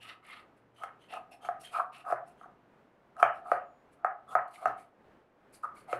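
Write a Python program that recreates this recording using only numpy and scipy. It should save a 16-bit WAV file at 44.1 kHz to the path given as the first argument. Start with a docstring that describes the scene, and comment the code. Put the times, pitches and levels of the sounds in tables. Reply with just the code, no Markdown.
"""A knife is worked up and down round a bun in a small steel tin on a wooden board, in a hard kitchen.
Its tip knocks on the bottom: short pushes ring the modes of tin and board, and a rattle follows.
Its blade drags the tin, hisses on the crust and sings on the rim: uneven noise, filtered or on a carrier.
A noise tail answers as the room and low booms swell with some knocks. Underneath lie distant street
noise, a wavering low hum and one thin whistle."""
import sys
import numpy as np
from scipy import signal
from scipy.fft import rfft, irfft, next_fast_len
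from scipy.io import wavfile
from scipy.ndimage import map_coordinates

SR = 44100
rng = np.random.default_rng(int(sys.argv[2]) if len(sys.argv) > 2 else 0)


def store_wav(level_fs):
    """Save 16-bit WAV to argv[1]."""
    pcm = np.round(np.clip(np.atleast_2d(level_fs), -1, 1) * 32767)
    wavfile.write(sys.argv[1], SR, pcm.T.astype(np.int16))


def boost_factor(decibels):
    """Convert a level in decibels to a linear amplitude factor."""
    exponent = np.asarray(decibels, float) / 20
    return 10 ** exponent


N = 264159  # length in samples


def unit(x):
    """Scaled to rms 1."""
    return x / np.sqrt(np.mean(x ** 2) + 1e-20)


def along(points, hz):
    """Reads (Hz, value) points on a log frequency axis."""
    f, value = np.transpose(points)
    return np.interp(np.log(hz + 1), np.log(f + 1), value)


def over_time(points):
    """Reads (s, value) points at every sample."""
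    s, value = np.transpose(points)
    return np.interp(np.arange(N) / SR, s, value)


def wobble(rate):
    """A smooth random curve, rate knots a second."""
    knots = rng.standard_normal(int(N * rate / SR) + 4)
    return map_coordinates(knots, [np.arange(N) * rate / SR])


def filtered(x, response):
    """x times a complex response of frequency."""
    n = x.shape[-1]
    m = next_fast_len(n + SR // 4)
    return irfft(rfft(x, m) * response(np.fft.rfftfreq(m, 1 / SR)), m)[..., :n]


def modes(table):
    """Causal response of a set of resonances, each (Hz, width Hz, dB)."""
    return lambda f: sum(boost_factor(db) * 1j * f * w / (c * c - f * f + 1j * f * w) for c, w, db in table)


def grit(rate, depth_db):
    """Stick-slip force: noise that comes in uneven catches."""
    return unit(rng.standard_normal(N) * boost_factor(depth_db * wobble(rate)))


def tin(force, table, reach=1.2):
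    """A force rings some modes; so small a body radiates no bass, and the bun damps all above the modes."""
    top = reach * table[-1][0]

    def response(f):
        bass_cut = (1j * f / (380 + 1j * f)) ** 4
        treble_cut = 1 / (1 + 1.1j * f / top - (f / top) ** 2) ** 5
        return modes(table)(f) * bass_cut * treble_cut
    return filtered(force, response)


# Knocks of the tip. Each row: time in seconds, peak of the lowest modes in dB, then against that peak
# the upper modes in dB, the top modes in dB and the board in dB.
TIP_KNOCKS = [(0.836, -33.5, 7.5, -7.5, -9.5), (1.138, -37.5, 3.5, -8, -10), (1.449, -36.5, 0, -13, -22),
              (1.488, -22, -1, -36, -23), (1.741, -44, 0, -19, -25), (1.786, -29.5, 3, -30, -13),
              (2.052, -53, 14.5, -21, -27), (2.102, -27.5, -2, -37, -18), (2.124, -17.5, -3, -32, -8.5),
              (2.413, -46, 3.5, -41, -23), (2.458, -44, -12, -49, -28), (3.167, -47.5, 6.5, -20, -17),
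              (3.2, -33.5, -1, -14.5, -16), (3.228, -9.5, 3.5, -11, -25), (3.517, -15, 1.5, -19.5, -5),
              (4.047, -17.5, 2.5, -28.5, -43), (4.353, -15, 3.5, -23.5, -50), (4.657, -17, 2.5, -20, -22),
              (5.654, -48.5, 15, -24, 1), (5.929, -26, 4.5, -8.5, 3)]
# Modes of the hand-held tin, lowest first. Each row: centre in Hz, width in Hz, strength in dB.
TIN_MODES = [(717.5, 43.4, 26.5), (784, 110, 14), (1050, 30, -18), (1270.3, 81, 24), (1407, 580, 5),
             (1780, 71, -11.5), (2280, 250, 11), (2580, 330, 5.5), (3087, 50, -1)]
LOWEST, UPPER, TOP = TIN_MODES[:2], TIN_MODES[2:6], TIN_MODES[6:]
# Modes of the board under it. Each row: centre in Hz, width in Hz, strength in dB.
BOARD_MODES = [(383, 11, 1), (554.7, 95, 13.5)]
# Contact time scale of the tip in seconds, for the lowest, upper and top modes and the board.
TIP_CONTACT_S = (0.0004, 0.00023, 0.0026, 0.00036)
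# The grip shifts between knocks: spread of each mode's pitch (share) and strength (dB).
GRIP_DETUNE, GRIP_DB = 0.012, 2
# Steel click: level offset in dB, dB of click per dB of top modes, 60 dB decay in seconds.
CLICK_DB, CLICK_FOLLOWS, CLICK_T60_S = -31, 0.54, 0.026


def knocks():
    """Soft pushes on tin and board, held a little differently each time, each with a sharp steel click."""
    out, click = np.zeros((2, N + SR))
    t = np.arange(SR // 8) / SR
    for s, db, upper_db, top_db, board_db in TIP_KNOCKS:
        at = round((s - 0.001) * SR)
        span = slice(at, at + len(t))
        click_db = CLICK_DB + CLICK_FOLLOWS * (db + top_db)
        click[span] += boost_factor(click_db - 60 * t / CLICK_T60_S) * rng.standard_normal(len(t))
        parts = [(0, LOWEST), (upper_db, UPPER), (top_db, TOP), (board_db, BOARD_MODES)]
        for (level_db, table), contact_s in zip(parts, TIP_CONTACT_S):
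            held = [(hz * (1 + GRIP_DETUNE * rng.normal()), width, strength + GRIP_DB * rng.normal())
                    for hz, width, strength in table]
            u = t / contact_s
            push = u * np.exp(-u * u)
            if table is TOP:  # the top modes rattle through their contact
                ring = tin(push * rng.standard_normal(len(t)), held, reach=0.98)
            else:
                ring = tin(push, held)
            out[span] += boost_factor(db + level_db) * ring / np.abs(ring).max()
    # the click has the colour of the crust hiss, with an added band of steel
    steel = lambda f: boost_factor(along(CRUST_COLOUR, f)) + 0.89 * (f > 3200) * (f < 7000)
    return out[:N] + filtered(click[:N], steel)


# Broad colour of the tin shuddering on the board. Each row: centre in Hz, width in Hz, strength in dB.
SHUDDER_MODES = [(554, 380, 2.5), (941, 600, 8.5), (1440, 240, -0.5), (1706, 270, -3)]
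# Levels in dB against the knock's lowest modes; each part's own knock level is added.
SHUDDER_LOW_DB, SHUDDER_TOP_DB = -26.5, -30
# It rises and sags throughout; after the hold a 60 dB decay in T60 is added to the sag.
SHUDDER_RISE_S, SHUDDER_HOLD_S, SHUDDER_T60_S, SHUDDER_SAG_DB_PER_S = 0.0012, 0.065, 0.1, 94.5


def shudder():
    """A rough broad rattle holds for a moment after each knock; the top modes rattle on for longer."""
    low, top = np.zeros((2, N + SR))
    t = np.arange(SR // 3) / SR

    def shape(lasts):
        slow_t = t / lasts  # stretches hold, sag and decay, not the rise
        decay_db = 60 * np.clip(slow_t - SHUDDER_HOLD_S, 0, None) / SHUDDER_T60_S
        return (1 - np.exp(-t / SHUDDER_RISE_S)) * boost_factor(-decay_db - SHUDDER_SAG_DB_PER_S * slow_t)
    for s, db, upper_db, top_db, _ in TIP_KNOCKS:
        at = round(s * SR)
        span = slice(at, at + len(t))
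        low[span] += boost_factor(db + SHUDDER_LOW_DB + upper_db) * shape(1)
        top[span] += boost_factor(db + SHUDDER_TOP_DB + top_db) * shape(1.6)
    low_rattle = unit(tin(grit(90, depth_db=3.5), SHUDDER_MODES))
    top_band = lambda f: (f > 1400) / (1 + (f / TIN_MODES[-1][0]) ** 60)
    top_rattle = unit(filtered(grit(90, depth_db=2), top_band))
    return low[:N] * low_rattle + top[:N] * top_rattle


def stroke(start, length, rise, bend):
    """First sample and pressure shape: a downward stroke builds to its knock, a free one bites early."""
    hits = np.array([k[0] for k in TIP_KNOCKS])
    # downward if a knock falls after 0.3 of the stroke and at most 12 ms past its end
    downward = np.any((hits > start + 0.3 * length) & (hits < start + length + 0.012))
    share = rise[0] if downward else rise[1]
    u = np.arange(round(length * SR)) / (length * SR)
    up, down = np.clip([u / share, (1 - u) / (1 - share)], 0, 1)
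    return round(start * SR), up ** bend * down ** 0.87


# The blade drags the tin. Each row: start in seconds, length in seconds, lowest modes in dB, upper modes # in
# dB, both before the pressure shape. The row at 3.34 s is no drag: it is the tin still ringing on # after the
# hard knock at 3.228 s.
WALL_DRAGS = [(0.001, 0.2, -67, -54), (0.197, 0.28, -66, -53.5), (0.776, 0.065, -50.5, -50.5),
              (1.091, 0.092, -40.5, -42.5), (1.306, 0.062, -55, -69), (1.398, 0.085, -45, -44.5),
              (1.708, 0.0784, -39.5, -35), (1.793, 0.022, -36, -28), (1.942, 0.097, -59.5, -58),
              (2.026, 0.097, -39, -35.5), (2.403, 0.048, -66, -45.5), (3.154, 0.092, -37.5, -36.5),
              (3.34, 0.178, -49.5, -52), (3.966, 0.13, -50.5, -53.5), (4.255, 0.093, -47, -43.5),
              (4.535, 0.13, -48.5, -50), (5.626, 0.03, -46, -34), (5.74, 0.054, -78, -55),
              (5.859, 0.07, -45, -47)]
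DRAG_RISE = (0.9, 0.34)  # share of a stroke spent building up: downward, free


def drags():
    """The blade judders against the wall and shakes the tin's modes, which its pressure damps."""
    low, high = np.zeros((2, N))
    for start, length, low_db, high_db in WALL_DRAGS:
        at, shape = stroke(start, length, DRAG_RISE, bend=1.34)
        low[at:][:len(shape)] += boost_factor(low_db) * shape
        high[at:][:len(shape)] += boost_factor(high_db) * shape
    damped = [(hz, 1.3 * width, db) for hz, width, db in TIN_MODES]
    low_judder = unit(tin(grit(70, depth_db=2.5), damped[:2]))
    high_judder = unit(tin(grit(70, depth_db=4.5), damped[2:4]))
    return low * low_judder + high * high_judder


# The blade slides. Each row: start in seconds, length in seconds, crust hiss in dB, rim in dB, rim pitch
# in Hz; levels before the pressure shape.
BLADE_SLIDES = [(0.001, 0.12, -69.5, -48.5, 2787), (0.07, 0.081, -71, -47, 2720),
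                (0.224, 0.22, -72, -49, 2100), (0.285, 0.14, -92, -56, 3260), (0.56, 0.045, -82, -73, 2610),
                (0.742, 0.14, -70, -56, 3050), (0.991, 0.11, -79, -63.5, 3070),
                (1.081, 0.11, -65.5, -46, 2680), (1.309, 0.054, -63.5, -57, 2640),
                (1.407, 0.098, -64.5, -54, 3150), (1.595, 0.069, -60, -59.5, 2716),
                (1.631, 0.08, -65.5, -48, 3160), (1.696, 0.13, -60.5, -48.5, 2430),
                (1.918, 0.12, -67.5, -50.5, 2643), (2.053, 0.098, -64.5, -57.5, 2490),
                (2.258, 0.082, -76.5, -71, 2630), (2.366, 0.092, -80, -70, 3170),
                (3.176, 0.065, -63.5, -59, 2842), (3.332, 0.081, -77, -65, 2690),
                (3.443, 0.14, -68, -61, 2250), (3.915, 0.042, -75, -72.5, 2165),
                (4.274, 0.087, -64.5, -60, 3430), (4.473, 0.032, -74, -68, 2160),
                (4.504, 0.13, -66, -63, 2230), (4.539, 0.046, -74, -56, 2185), (4.6, 0.067, -69, -57, 2140),
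                (4.766, 0.1, -71.5, -63.5, 2206), (5.524, 0.068, -60.5, -64.5, 2316),
                (5.621, 0.034, -66.5, -66, 2583), (5.742, 0.11, -67.5, -61.5, 2239),
                (5.873, 0.11, -62.5, -50, 2126)]
# Colour of the crust hiss. Each row: frequency in Hz, relative level in dB per Hz.
CRUST_COLOUR = [(2500, -41), (4000, -1), (5300, -6), (6500, -5), (8000, 1), (10000, 4.5), (11200, 1),
                (12200, -4.5), (14000, -17.5), (15700, -20)]
# The blade's overtone: multiple of the rim pitch, noise corner in Hz, noise level in dB over the hiss
# before it meets the carrier.
BLADE_OVERTONE = (2.02, 300, -6)
SLIDE_RISE = (0.57, 0.27)  # share of a stroke spent building up: downward, free


def slide():
    """Fine crust hiss, a rasp on the rim, and a resonance set by the free blade length in each stroke."""
    hiss = unit(filtered(grit(120, depth_db=2.5), lambda f: boost_factor(along(CRUST_COLOUR, f))))
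    narrow = unit(filtered(grit(64, depth_db=2.0), lambda f: 1 / (1 + 1j * f / 180) ** 2))
    catches = grit(120, depth_db=4)
    # rim resonances: (Hz, width Hz, dB)
    rasp = unit(tin(catches, [(1950, 910, 12.0), (2690, 430, 5.5), (3580, 240, -5.0), (4070, 190, -4.0)]))
    multiple, corner_hz, over_db = BLADE_OVERTONE
    broad = unit(filtered(catches, lambda f: 1 / (1 + 1j * f / corner_hz) ** 2))
    out = np.zeros(N)
    for start, length, hiss_db, rim_db, rim_hz in BLADE_SLIDES:
        at, shape = stroke(start, length, SLIDE_RISE, bend=0.8)
        span = slice(at, at + len(shape))
        phase = 2 * np.pi * rim_hz * np.arange(len(shape)) / SR
        # low noise carried on the stroke's pitch and on its overtone
        song = narrow[span] * np.sin(phase)
        edge = boost_factor(over_db) * broad[span] * np.sin(multiple * phase)
        crust = boost_factor(hiss_db) * (hiss[span] + edge)
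        rim = boost_factor(rim_db) * (0.63 * song + 0.37 * rasp[span])
        out[span] += shape * (crust + rim)
    return out


# Decay of the room. Each row: frequency in Hz, 60 dB decay time in seconds.
KITCHEN_DECAY = [(200, 0.25), (700, 0.39), (1400, 0.31), (2800, 0.24), (5000, 0.2), (10000, 0.19)]


def kitchen(x):
    """The room's tail is decaying noise, drawn anew for every third of a second and 260 samples late."""
    wet, step = np.zeros(N + 2 * SR), SR // 3
    for at in range(0, N, step):
        hz, t, z = signal.stft(rng.standard_normal(SR // 2), SR, nperseg=256)
        decay = boost_factor(-60 * t / along(KITCHEN_DECAY, hz)[:, None])
        tail = signal.istft(z * decay, SR, nperseg=256)[1]
        part = signal.fftconvolve(x[at:at + step], tail / np.linalg.norm(tail))
        wet[at + 260:][:len(part)] += part
    return wet[:N]


# Booms of the counter. Each row: start in seconds, peak of the swell in dB.
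COUNTER_BOOMS = [(2.123, -60), (3.23, -56), (3.52, -61.5), (4.353, -58.5), (4.658, -56.5), (5.931, -55.5)]


def counter():
    """A low 124 Hz boom swells for 26 ms after a blow, then dies away."""
    t, out = np.arange(N) / SR, np.zeros(N)
    for s, db in COUNTER_BOOMS:
        u = np.clip(t - s, 0, None) / 0.026
        out += boost_factor(db) * u * np.exp(1 - u) * np.sin(2 * np.pi * 124 * (t - s))
    return out


# Colour of the street noise. Each row: frequency in Hz, relative level in dB per Hz.
STREET_COLOUR = [(20, -13.5), (60, -8.5), (130, -5), (175, -2.5), (250, -0.5), (600, -2.5), (1500, -10.5),
                 (3000, -23.5), (4600, -33), (7000, -38.5), (13000, -44)]
# Street level, before a lift and a waver. Each row: time in seconds, level in dB.
STREET_FADER = [(0.0, -66.5), (4.72, -67), (5.99, -64)]
# Hum level, before its waver. Each row: time in seconds, peak in dB.
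HUM_FADER = [(0.0, -74.5), (2.3, -75), (2.8, -81)]
# The faint thin whistle: start in seconds, end in seconds, pitch in Hz, peak in dB.
THIN_WHISTLE = (3.63, 3.86, 6880, -88)


def background():
    """Unsteady coloured noise far off, a sine hum wavering round 128 Hz, and one thin sine whistle."""
    t = np.arange(N) / SR
    noise = unit(filtered(rng.standard_normal(N), lambda f: boost_factor(along(STREET_COLOUR, f))))
    street = boost_factor(over_time(STREET_FADER) + 2 + 1.9 * wobble(8.3)) * noise
    hum_hz = 128 + 8 * wobble(0.39)
    hum = boost_factor(over_time(HUM_FADER) + 3.5 * wobble(3.2)) * np.sin(2 * np.pi * np.cumsum(hum_hz) / SR)
    start, end, hz, db = THIN_WHISTLE
    swell = np.sqrt(np.abs(np.sin(np.pi * np.clip((t - start) / (end - start), 0, 1))))
    whistle = boost_factor(db) * swell * np.sin(2 * np.pi * hz * t)
    return street + hum + whistle


def scene():
    """Knife and tin close by, the room and the street behind."""
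    knife = knocks() + shudder() + drags() + slide()
    room = boost_factor(-7) * kitchen(knife)
    return (knife + room + counter() + background())[None]


def roll_off(x):
    """The treble ends steeply here."""
    return signal.sosfilt(signal.butter(12, 15720, fs=SR, output="sos"), x)


def record(dry):
    """Delivers the finished mix."""
    return roll_off(dry)


dry = scene()
out = record(dry)
store_wav(out)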